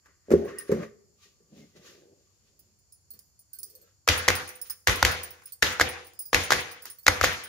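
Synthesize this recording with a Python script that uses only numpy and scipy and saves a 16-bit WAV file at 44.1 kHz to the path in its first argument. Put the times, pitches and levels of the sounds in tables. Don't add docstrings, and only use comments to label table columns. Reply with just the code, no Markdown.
import sys
import numpy as np
from scipy import signal
from scipy.fft import rfft, irfft, next_fast_len
from scipy.io import wavfile
from scipy.ndimage import uniform_filter1d

SR = 44100
rng = np.random.default_rng(int(sys.argv[2]) if len(sys.argv) > 2 else 0)


def elevation(decibels):
    levels = np.asarray(decibels, float)
    return 10 ** (levels / 20)


def log_audio(samples):
    frames = np.atleast_2d(samples).T
    limited = np.clip(frames, -1, 1)
    pcm = np.round(limited * 32767).astype(np.int16)
    wavfile.write(sys.argv[1], SR, pcm)


N = 329868

# (frequency [Hz], level [dB], T60 [s])
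BOWL_MODES = [(79.5, -13.5, 0.27), (181, -12, 0.14), (218, -7.5, 0.11), (298.5, -8.5, 0.06),
              (365, -1, 0.11), (406.5, 1, 0.1), (473.2, -1.5, 0.12), (546, 0, 0.055), (613, -14, 0.0085)]
# (frequency [Hz], T60 [s])
KITCHEN_T60 = [(60, 0.29), (160, 0.48), (420, 0.55), (1100, 0.58), (2900, 0.56), (7700, 0.49),
               (16000, 0.32)]
# (frequency [Hz], level [dB per Hz])
SLAP_SPECTRUM = [(150, -30.5), (518, -10), (1010, -15), (1970, -9.5), (3100, -1), (6810, -7), (8450, -22.5),
                 (12300, -19.5), (16500, -26)]
TAIL_DB = -23
RISE_SHARE = 0.44


def rms_one(x):
    return x / np.sqrt(np.mean(x ** 2) + 1e-20)


def at_hz(points, hz):
    points = np.array(points)
    return np.interp(np.log(np.maximum(hz, 1)), np.log(points[:, 0]), points[:, 1])


def colour(x, spectrum):
    size = 4096
    cepstrum = irfft(np.log(elevation(at_hz(spectrum, np.fft.rfftfreq(size, 1 / SR)))))
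    cepstrum[1:size // 2] *= 2
    cepstrum[size // 2 + 1:] = 0
    response = irfft(np.exp(rfft(cepstrum)))
    response = response.reshape((1,) * (x.ndim - 1) + (-1,))
    return signal.oaconvolve(x, response, axes=-1)[..., :x.shape[-1]]


def ring(clicks, hz, t60):
    radius = elevation(-60 / (max(t60, .003) * SR))
    angle = 2 * np.pi * hz / SR
    return signal.lfilter([0, np.sin(angle)], [1, -2 * radius * np.cos(angle), radius ** 2], clicks + 1e-18)


def strike(seconds, db, modes, spread_db):
    at = np.round(np.asarray(seconds) * SR).astype(int)
    out = np.zeros(N)
    chance = rng.standard_normal((len(at), len(modes), 2))
    for k, (hz, level_db, t60) in enumerate(modes):
        clicks = np.zeros(N)
        clicks[at] = elevation(db + level_db + spread_db * chance[:, k, 0]) * np.sign(chance[:, k, 1])
        out += ring(clicks, hz, t60)
    return out


def soften(x, hz):
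    return signal.sosfilt(signal.butter(2, hz, fs=SR, output="sos"), x)


def unboom(x, hz):
    return signal.sosfilt(signal.butter(2, hz, "high", fs=SR, output="sos"), x)


def apart(x, lag):
    return np.stack([x, np.roll(x, lag)])


def chatter(seconds, db, length_s, per_s):
    starts = np.zeros(N)
    starts[np.round(seconds * SR).astype(int)] = elevation(db)
    dying = signal.lfilter([1], [1, -np.exp(-1 / (length_s * SR))], starts + 1e-18)
    shared, *own = rng.standard_normal((3, N)) * (rng.random((3, N)) < per_s / SR)
    return dying * (0.67 * shared + np.array(own))


def stereo_noise(size):
    # (frequency [Hz], left-right likeness [0-1])
    likeness = [(60, 0.5), (550, 0.4), (1650, 0), (4970, 0), (15000, 0.01)]
    mid, side = rfft(rng.standard_normal((2, size)))
    alike = np.clip(at_hz(likeness, np.fft.rfftfreq(size, 1 / SR)), 0, 1)
    return irfft(np.sqrt(1 + alike) * mid + np.sqrt(1 - alike) * side * np.array([[1], [-1]]), size)


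def hush():
    # (frequency [Hz], level [dB per Hz])
    hush_spectrum = [(25, -23.5), (58, 3), (90, 5), (245, -14.5), (927, -20), (3600, -27), (3910, -28.5),
                     (4360, -13), (6300, -15), (7100, -6), (7920, -25), (15200, -30), (16500, -40.5)]
    return elevation(-70.5) * rms_one(colour(stereo_noise(N), hush_spectrum))


def kitchen(x, first_s=0.0015):
    t = np.arange(SR) / SR
    tail = 0
    noise = stereo_noise(SR)
    edges = 40 * 2 ** np.arange(0, 9, .75)
    for low, high in zip(edges, edges[1:]):
        band = signal.sosfilt(signal.butter(2, [low, high], "band", fs=SR, output="sos"), noise)
        tail = tail + band * elevation(-60 * t / at_hz(KITCHEN_T60, np.sqrt(low * high)))
    tail = tail * (1 - np.exp(-(t / first_s) ** 2))
    return signal.fftconvolve(x[None], tail / np.sqrt(np.sum(tail ** 2) / 2), axes=1)[:, :N]


def clatter(seconds, db, first_s=.005):
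    # (frequency [Hz], level [dB per Hz])
    clatter_spectrum = [(71, -28), (120, -2), (223, -13.5), (508, -9), (750, -12), (1250, -6.5), (1950, -3),
                        (2900, -8.5), (4890, -13), (6900, -14.5), (7500, -26.5), (9660, -23.5),
                        (15200, -27.5), (16500, -62)]
    patchy_db, patch_s = 2.5, .03
    start = int(min(seconds) * SR)
    size = N - start
    energy, out = np.zeros(size), np.zeros((2, N))
    energy[np.round(seconds * SR).astype(int) - start] = elevation(2 * db)
    swell = np.exp(-1 / (first_s * SR))
    energy = signal.lfilter([1 - swell], [1, -swell], energy)
    noise = colour(stereo_noise(next_fast_len(size, True)), clatter_spectrum)[:, :size]
    noise = rms_one(noise)
    edges = 60 * 2 ** np.arange(0, 8.3, .55)
    for k, (low, high) in enumerate(zip(edges, edges[1:])):
        fade = elevation(-120 / SR / at_hz(KITCHEN_T60, np.sqrt(low * high)))
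        band_filter = signal.butter(2, [low, high], "band", fs=SR, output="sos")
        band = signal.sosfilt(band_filter, np.roll(noise, shift=999 * k, axis=1))
        chance = rms_one(noise[0, 37 * k::int(patch_s * SR)])
        drift = np.interp(np.arange(size) / SR / patch_s, np.arange(len(chance)), chance)
        out[:, start:] += elevation(patchy_db * drift) * band * np.sqrt(signal.lfilter([1], [1, -fade], energy))
    return out


def strokes(rows):
    t = np.arange(0, N + 50, 50) / SR
    out = 0
    for s, db, other_db, hold_s, fade_s in rows:
        away = np.maximum((s - t) / RISE_SHARE, t - s - hold_s) / max(fade_s, .03)
        out = out + elevation(db - 60 * np.maximum(away, 0) + np.array([[0], [other_db]]))
    return [np.interp(np.arange(N) / SR, t, level) for level in out]


def dragging():
    # (time [s], rumble level [dB], drone against rumble [dB], hold
    # [s], fade T60 [s])
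    slide_strokes = [(.086, -84, 11.5, .01, 0.36), (.36, -45, 10, 0.092, 0.3),
                     (.545, -67.5, 6.5, 0.11, 0.59), (.75, -38, 0.5, 0.075, 0.2),
                     (1.0, -76.5, -1.5, 0.55, 0.54), (1.53, -49.5, -9, 0.11, 0.19),
                     (1.768, -56.5, 1, .01, 0.21), (1.83, -75.5, 14.5, 0.29, 0.56),
                     (2.53, -74, -2, 0.095, 1.4), (3.138, -66.5, -3, 0.0092, 0.39),
                     (3.6, -82.5, 7.5, 0.27, 0.31), (4.7, -74.5, 2, 0.0088, 0.32),
                     (6.868, -93, 27, 0.023, 0.12)]
    # (time [s], rustle level [dB], scrape against rustle
    # [dB], hold [s], fade T60 [s])
    brush_strokes = [(.056, -80, 11, 0.061, 0.3), (.36, -56.5, 4, 0.0026, 0.57),
                     (.488, -58, 11.5, 0.0039, 0.28), (.55, -75, 9, 0.069, 0.21),
                     (.601, -56.5, 1.5, 0.0018, 0.15), (.69, -58, 5.5, 0.14, 0.22),
                     (.834, -62.5, 11, 0.0022, 0.16), (1.234, -58, -14.5, 0.0034, 0.37),
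                     (1.576, -61.5, -10, 0.017, 0.56), (1.768, -59.5, -9, 0.0038, 0.1),
                     (1.87, -53.5, -5.5, 0.0061, 0.51), (2.2, -79.5, -10, 0.26, .5),
                     (2.476, -74, -11, 0.0044, .2), (2.6, -81, -12.5, .1, .6),
                     (3.138, -76.5, -4, 0.067, 0.16), (3.55, -76, -7.5, 0.34, 0.33),
                     (3.878, -84, 2, 0.0044, 0.29), (4.66, -55, -8, 0.0029, 0.15),
                     (4.708, -56, -2.5, 0.015, 0.14), (5.38, -70, -2.5, .005, 0.32),
                     (5.478, -61, -12.5, 0.013, 0.18), (6.868, -48, -6.5, 0.0032, 0.21),
                     (6.898, -76, 7, 0.0038, 0.13)]
    # (frequency [Hz], width [Hz], level [dB])
    scrape_bands = [(1166, 90, -5), (1530, 170, -3.5), (1900, 280, -1), (2780, 730, -8)]
    # (frequency [Hz], level [dB per Hz])
    rustle_spectrum = [(1470, -29), (2500, -10.5), (6810, -10.5), (7860, -24.5), (14300, -27), (16000, -28),
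                       (16500, -55)]
    levels = strokes(slide_strokes) + strokes(brush_strokes)[::-1]
    rumble_level, drone_level, scrape_level, rustle_level = uniform_filter1d(levels, size=500)
    sizes = elevation(3.0 * np.minimum(rng.exponential(1, (2, N)), 3)) * rng.standard_normal((2, N))
    hail = sizes * (rng.random((2, N)) < 4000 / SR)
    rumble = sum(elevation(db) * ring(hail[0], hz, 0.82 * t60) for hz, db, t60 in BOWL_MODES[1:4])
    drone = sum(elevation(db) * ring(hail[0], hz, 0.82 * t60) for hz, db, t60 in BOWL_MODES[4:])
    scrape = 0
    for k, (hz, width_hz, db) in enumerate(scrape_bands):
        scrape = scrape + elevation(db) * rms_one(ring(hail, hz, 2.2 / width_hz)) * (-1) ** k
    scrape = rms_one(soften(scrape + scrape.mean(axis=0), 2900))
    rustle = rms_one(colour(.5 * hail + stereo_noise(N), rustle_spectrum))
    low = rumble_level * rms_one(soften(rumble, 490)) + drone_level * rms_one(soften(drone, 890))
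    return apart(unboom(low, 160), lag=11) + scrape_level * scrape + rustle_level * elevation(0.5) * rustle


def singing():
    # (time [s], level [dB], frequency [Hz], hold [s], fade T60 [s])
    wall_tones = [(0.474, -52, 1102, 0.017, 0.13), (0.515, -59, 1817, 0.023, 0.13),
                  (0.563, -55, 1900, 0.026, 0.083), (.605, -55.5, 1850, .025, 0.11),
                  (0.577, -61, 2830, 0.009, 0.11), (0.675, -64, 1790, 0.079, 0.11),
                  (.81, -54, 1210, 0.013, 0.15), (.92, -80, 1216, 0.017, 0.13),
                  (1.194, -77, 1183, 0.06, 0.19), (1.235, -75.5, 1900, 0.031, .15),
                  (1.33, -89, 1170, 0.38, 0.17), (1.598, -73.5, 2124, 0.057, 0.22),
                  (1.757, -70, 1995, 0.015, 0.23), (2.272, -85, 1163, .04, 0.14),
                  (3.537, -78, 1540, 0.037, .1), (3.617, -73.5, 442, 0.12, 0.26),
                  (3.757, -67.5, 520, 0.097, .2), (3.826, -82.5, 1630, .08, 0.14),
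                  (3.84, -81, 1355, .07, .12), (6.195, -62, 5050, 0.067, 0.4)]
    width_hz, lead_s = 22, .1
    out = np.zeros((2, N))
    t = np.arange(SR // 2) / SR
    since = t - lead_s
    noise = rng.standard_normal((len(wall_tones), 2, len(t)))
    for (s, db, hz, hold_s, fade_s), hiss in zip(wall_tones, noise):
        away = np.maximum(-since / RISE_SHARE, since - hold_s) / max(fade_s, .03)
        narrow = ring(hiss + hiss[0], hz, 2.2 / width_hz)
        tone = rms_one(ring(narrow, hz, .004))
        at = int((s - lead_s) * SR)
        out[:, at:at + len(t)] += tone * elevation(db - 60 * np.maximum(away, 0))
    return out


def bowl():
    # (time [s], peak level
    # [dB], grit against peak [dB])
    soft_touches = [(0.058, -59, 18), (0.284, -25, -47), (0.296, -23.5, -23), (0.305, -10.5, -13),
                    (0.314, -2, -17), (0.322, -2, -26.5), (0.337, -3, -29), (0.358, -27, -39),
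                    (0.694, -15, -34.5), (0.699, -22, -37), (0.706, -18, -26), (0.716, -11, -11),
                    (0.722, -7, -27), (0.731, -23, -40), (0.745, -18, -21), (1.256, -52.5, -12.5),
                    (1.403, -50, -13.5), (1.756, -52, -1.5), (1.843, -72.5, 0), (3.59, -79, 21),
                    (3.63, -76, 27), (4.7, -62.5, 28), (5.42, -60.5, 23), (6.853, -54, 24.5)]
    # (frequency [Hz], level [dB per Hz])
    thud_spectrum = [(400, -25), (900, -1.5), (1900, 0), (3200, -18.5), (6500, -12.5), (8500, -23.5),
                     (16000, -25)]
    s, db, grit_db = np.transpose(soft_touches)
    body = soften(strike(s, db - 19.0, BOWL_MODES, spread_db=5.5), 800)
    thud = colour(chatter(s, db + grit_db - 0.5, length_s=0.013, per_s=11000), thud_spectrum)
    return apart(unboom(body, 64), lag=8.9) + thud


def bangles():
    # (frequency [Hz], level [dB], T60 [s], group [0 main, 1 top, 2 lowest])
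    middle_modes = [(4900, -11, .13, 2), (5700, -12, .05, 2), (6350, -14, .03, 2), (9310, -1, .055, 0),
                    (9420, -3, .035, 0), (14900, -2, .05, 1), (15100, -4, .05, 1)]
    small_modes = [(5090, -15, .09, 2), (5300, -12, .035, 2), (9700, -3, .05, 0), (9800, -6, .03, 0),
                   (10450, -14, .02, 0), (15600, -2, .05, 1), (15480, -9, .025, 1), (14650, -11, .02, 1)]
    large_modes = [(4370, -6, .09, 2), (4520, -12, .05, 2), (13150, -9, .04, 0), (8340, -7, .05, 0),
                   (13400, 0, .07, 0), (13600, -4, .04, 0)]
    # (frequency [Hz], level [dB per Hz])
    tick_spectrum = [(2500, -48), (4600, 4.5), (7500, -2.5), (9700, -10), (12000, -4.5), (15000, 7.5),
                     (16500, -4.5)]
    # (time [s], ring level [dB], contact [0 middle, 1 small, 2 large, 3 middle; halves strike both],
    # tick level [dB], lift of the top modes [dB])
    reaching_clinks = [(0.4488, -61.5, .15, -52, -1.5), (0.5853, -38.5, 1.05, -22, -3),
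                       (0.7164, -87, 2.8, -27, -2), (2.592, -63.5, 0.56, -37, 4),
                       (2.7876, -75, .3, -68, -0.5), (2.9224, -51.5, 0.96, -36, -3),
                       (2.944, -75, 0.65, -47, -4), (3.1046, -59, 2.5, -38, 13),
                       (3.135, -61, 2.46, -52.5, 5.5), (3.1908, -57.5, .85, -27.5, -5.5),
                       (3.391, -58.5, 0.2, -40.5, -0.5), (3.531, -51.5, 2.57, -40.5, 3.5),
                       (3.547, -55.5, 1.9, -47, 11.5), (3.5864, -41.5, 1.26, -27.5, 0.5),
                       (3.631, -44, 3.6, -15, 1.5), (3.6991, -59.5, 2.4, -52.5, 5),
                       (3.7523, -53.5, 2.33, -29.5, -1.5), (3.8136, -59, 1.9, -61.5, 2.5)]
    jolted_clinks = [
        (4.1771, -37.5, 0.73, -17.5, .3),
        (4.353, -39, 0.72, -12, .3),
        (4.9573, -44.5, 1.4, -16, .3),
        (5.1135, -41, 1.4, -21.5, 0.28),
        (5.7204, -54, 0.52, -38, .3),
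        (5.888, -41, 1.3, -33, 0.27),
        (6.433, -44, 0.57, -24, 0.4),
        (6.601, -51.5, 0.5, -37, .3),
        (7.328, -57, 2.2, -19, .3),
    ]
    lifting_clinks = [(4.4753, -46, 0.64, -41, -5), (4.4907, -53, 0.28, -19.5, 3),
                      (4.553, -52, 0.21, -46, -2), (4.6144, -39, 0.93, -24, 6),
                      (4.666, -57, 3.4, -39.5, 1.3), (4.698, -39.5, 0.62, -20, 7.5),
                      (5.232, -44.5, 0.22, -20, 5.5), (5.306, -54.5, 1, -26, 12),
                      (5.4344, -66.5, 0.54, -58, 1.5), (5.456, -43, 1.1, -31, 3),
                      (5.5209, -43, 2.36, -38, 5.5), (6.046, -63, 0.51, -62.5, -0.5),
                      (6.067, -58, 0.56, -43, 4), (6.135, -67, .35, -36.5, 0), (6.19, -37, 0.83, -28, 4.5),
                      (6.208, -50, 0.83, -31.5, -8), (6.2168, -54, 0.38, -30, 5),
                      (6.254, -53, 0.35, -45, 12.5), (6.7125, -52, 3.45, -32, 4.5),
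                      (6.8215, -51, 1.4, -32, 6.5), (6.855, -55, 0.58, -16.5, -8),
                      (6.8999, -44, 1.2, -39, 3), (6.912, -61, 1, -46, -4), (6.985, -52.5, 2.32, -53, 10),
                      (7.029, -64, 0.064, -87, 9), (7.437, -42, 0.63, -25, -2)]
    s, loudest_db, contact, tick_db, top_db = np.transpose(reaching_clinks + jolted_clinks + lifting_clinks)
    away = np.abs((contact - np.arange(3)[:, None] + 1.5) % 3 - 1.5)
    middle_db, small_db, large_db = loudest_db - 27.5 * (away - away.min(axis=0))
    tick = chatter(s, tick_db - 9.0, length_s=0.00083, per_s=7700)
    scuff = chatter(s, tick_db - 19.0, length_s=0.0052, per_s=15000)
    grit = colour(tick + scuff, tick_spectrum)
    low_db = -3 + 0.6 * top_db[:, None] + 2.5 * rng.standard_normal((len(s), 3))
    rings = 0
    pairs = ((middle_modes, middle_db), (small_modes, small_db), (large_modes, large_db - 5.0))
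    for k, (modes, ring_db) in enumerate(pairs):
        touches = [chatter(s, ring_db - 4.0 + lift_db, length_s=0.012, per_s=1400)
                   for lift_db in (0, top_db, low_db[:, k])]
        rings = rings + sum(elevation(db) * ring(touches[group], hz, t60) for hz, db, t60, group in modes)
    return signal.sosfilt(signal.butter(4, 3900, "high", fs=SR, output="sos"), [rings, grit])


def lingering(seconds, db):
    # (frequency [Hz], level [dB], T60 [s])
    linger_modes = [(473.6, -4.5, 0.68), (501, -1.5, .7), (787, -9, 0.24), (877, -5, 0.49),
                    (1157, -8, 0.51), (1254, -7, 0.16), (1446, -4.5, 0.29), (1718, -11.5, 0.36),
                    (1980, -7, .6), (2000, -8.5, 1), (2450, -11, .5), (2640, -5.5, 0.34), (3470, -7.5, .35),
                    (3680, -7, .3)]
    modes = [(hz, level_db, min(t60, 900 / hz)) for hz, level_db, t60 in linger_modes]
    return apart(soften(strike(seconds, db - 14.5, modes, spread_db=1.5), 2400), lag=3.5)


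def counter(seconds, db, boom_db):
    # (frequency [Hz], level [dB], T60 [s])
    boom_modes = [(83.7, -2.5, 0.52), (91.6, -0.5, 0.34), (64.4, -3.5, 0.28), (49, -4.5, 0.17)]
    # (frequency [Hz], level [dB], T60 [s])
    board_modes = [(210, -19, 0.17), (302, -9, 0.16), (331, -12, 0.068), (374, -5, 0.075),
                   (503.3, -1, 0.12), (565, -11.5, 0.11), (770, 5.5, 0.025)]
    boom, other = (soften(strike(seconds, db + boom_db - 4, boom_modes, spread_db=2.0), 120) for _ in range(2))
    board = strike(seconds, db - 14 - 15, board_modes, spread_db=1.5)
    wide_boom = apart(boom, lag=12) * elevation([[1.0], [-1.5]])
    own_boom = 0.18 * other * [[1], [-1]]
    return wide_boom + own_boom + apart(board, lag=6.2), board


def slaps(seconds, db, hz, room_db):
    burst_s = 0.0008
    t = np.arange(900) / SR
    out = np.zeros((2, N))
    crackle = rng.standard_normal((len(seconds), 3, len(t)))
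    crackle = crackle[:, :1] + crackle[:, 1:]
    crackle *= (t / burst_s) ** .5 * np.exp(-t / burst_s)
    crackle[:, :, 0] = -2.6
    for k, burst in enumerate(colour(crackle, SLAP_SPECTRUM)):
        tone = ring(burst, hz[k], 0.0053)
        edge_db = -1.5 + 3.5 * np.log2(hz[k] / 1600)
        slap = tone / np.abs(tone).max() + elevation(edge_db) * burst / np.abs(burst).max()
        at = round(seconds[k] * SR)
        out[:, at:at + len(t)] += elevation(db[k]) * slap / np.abs(slap.mean(axis=0)).max()
    settling = chatter(seconds + 0.00047, db + room_db + 2.0, length_s=0.0078, per_s=3800)
    puff = chatter(N / SR - seconds, db - 11, length_s=0.0014, per_s=22000)[:, ::-1]
    return out + colour(settling + puff, SLAP_SPECTRUM)


def cake_tin():
    # (time [s], peak level [dB], slap pitch [Hz], weight on the counter [dB], room share [dB])
    first_landings = [(4.077, -9.5, 1436, -52, 0), (4.0873, -6, 2230, -19, 5),
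                      (4.8723, -9, 1980, -24.5, 7.5), (4.8835, -11.5, 2000, -15.5, -14),
                      (4.896, -15.5, 1525, -14.5, -3), (5.6246, -8.5, 1730, -25, 4),
                      (5.628, -7, 2000, -34, -3), (6.331, -9.5, 1320, -38.5, 0.5),
                      (6.3454, -4, 2140, -23.5, 0.5), (7.0654, -19, 1900, -44, 1),
                      (7.0663, -8.5, 1910, -37, 0.5), (7.0802, -3, 2000, -58, -16),
                      (7.083, -1, 1690, -27, -9)]
    bounce_landings = [(4.2808, -11, 1200, -19, 0), (4.2849, -1.5, 2090, -37.5, -4),
                       (4.303, -11.5, 1420, -26.5, -9.5), (5.0276, -3.5, 1360, -20, -7.5),
                       (5.0499, -4.5, 2230, -21, 1), (5.0661, -21.5, 1990, -49.5, -18),
                       (5.7978, -11, 1440, -26.5, -1), (5.808, -14.5, 1490, -39.5, -7.5),
                       (5.8118, -2, 1870, -33, -7.5), (5.8165, -15, 1690, -37.5, -4.5),
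                       (6.5056, -9, 1400, -36, 3), (6.52, -6.5, 1500, -27, 0.5),
                       (6.5251, -10.5, 2000, -22, -20), (6.5335, -15, 1765, -36, -6),
                       (7.2124, -11, 1260, -19.5, -2), (7.23, -22, 1790, -35, 10),
                       (7.2388, -8.5, 1400, -52, -17), (7.2432, -6, 2000, -26, 1.5)]
    # (frequency [Hz], level [dB], T60 [s])
    tin_modes = [(1133, -5, 0.0084), (1210, -4, 0.073), (1460, -9.5, 0.14), (1643, 6, 0.028),
                 (2000, -3.5, 0.13), (2157, 2, 0.086), (2300, -1, 0.023), (4000, -8.5, 0.013)]
    s, db, hz, boom_db, room_db = np.transpose(first_landings + bounce_landings)
    tin = strike(s, db - 27, tin_modes, spread_db=3.5)
    worktop, board = counter(s, db, boom_db)
    tail_db = db + room_db + TAIL_DB
    return slaps(s, db, hz, room_db) + tin + lingering(s, tail_db) + worktop + clatter(s, tail_db), board


def scene():
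    tin, board = cake_tin()
    rings, grit = bangles()
    near, rub = bowl(), dragging()
    direct = tin + (rings + grit) * elevation([[-.8], [.8]]) + near + elevation(-2.0) * rub + singing()
    clinks_sent = elevation(-16.5) * rings[0] + elevation(-6.5) * grit[0]
    sent = elevation(-1.5) * board + clinks_sent + elevation(-13.5) * near[0] + elevation(-20.5) * rub[0]
    return direct + kitchen(sent) + hush()


def band_limit(x):
    return signal.sosfilt(signal.butter(12, 17000, fs=SR, output="sos"), x)


def record(dry):
    low = signal.sosfiltfilt(signal.butter(2, 2200, fs=SR, output="sos"), dry[1])
    bright = dry[1] - low + 0.69 * unboom(dry[1], 8100)
    lagged = np.stack([dry[0], np.roll(bright, shift=1) + np.roll(low, shift=4)])
    rounded = 1.05 * np.tanh(1.35 * unboom(lagged, 42))
    cut = signal.sosfilt(signal.cheby2(12, 60, 16450, fs=SR, output="sos"), rounded)
    return band_limit(cut)


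dry = scene()
out = record(dry)
log_audio(out)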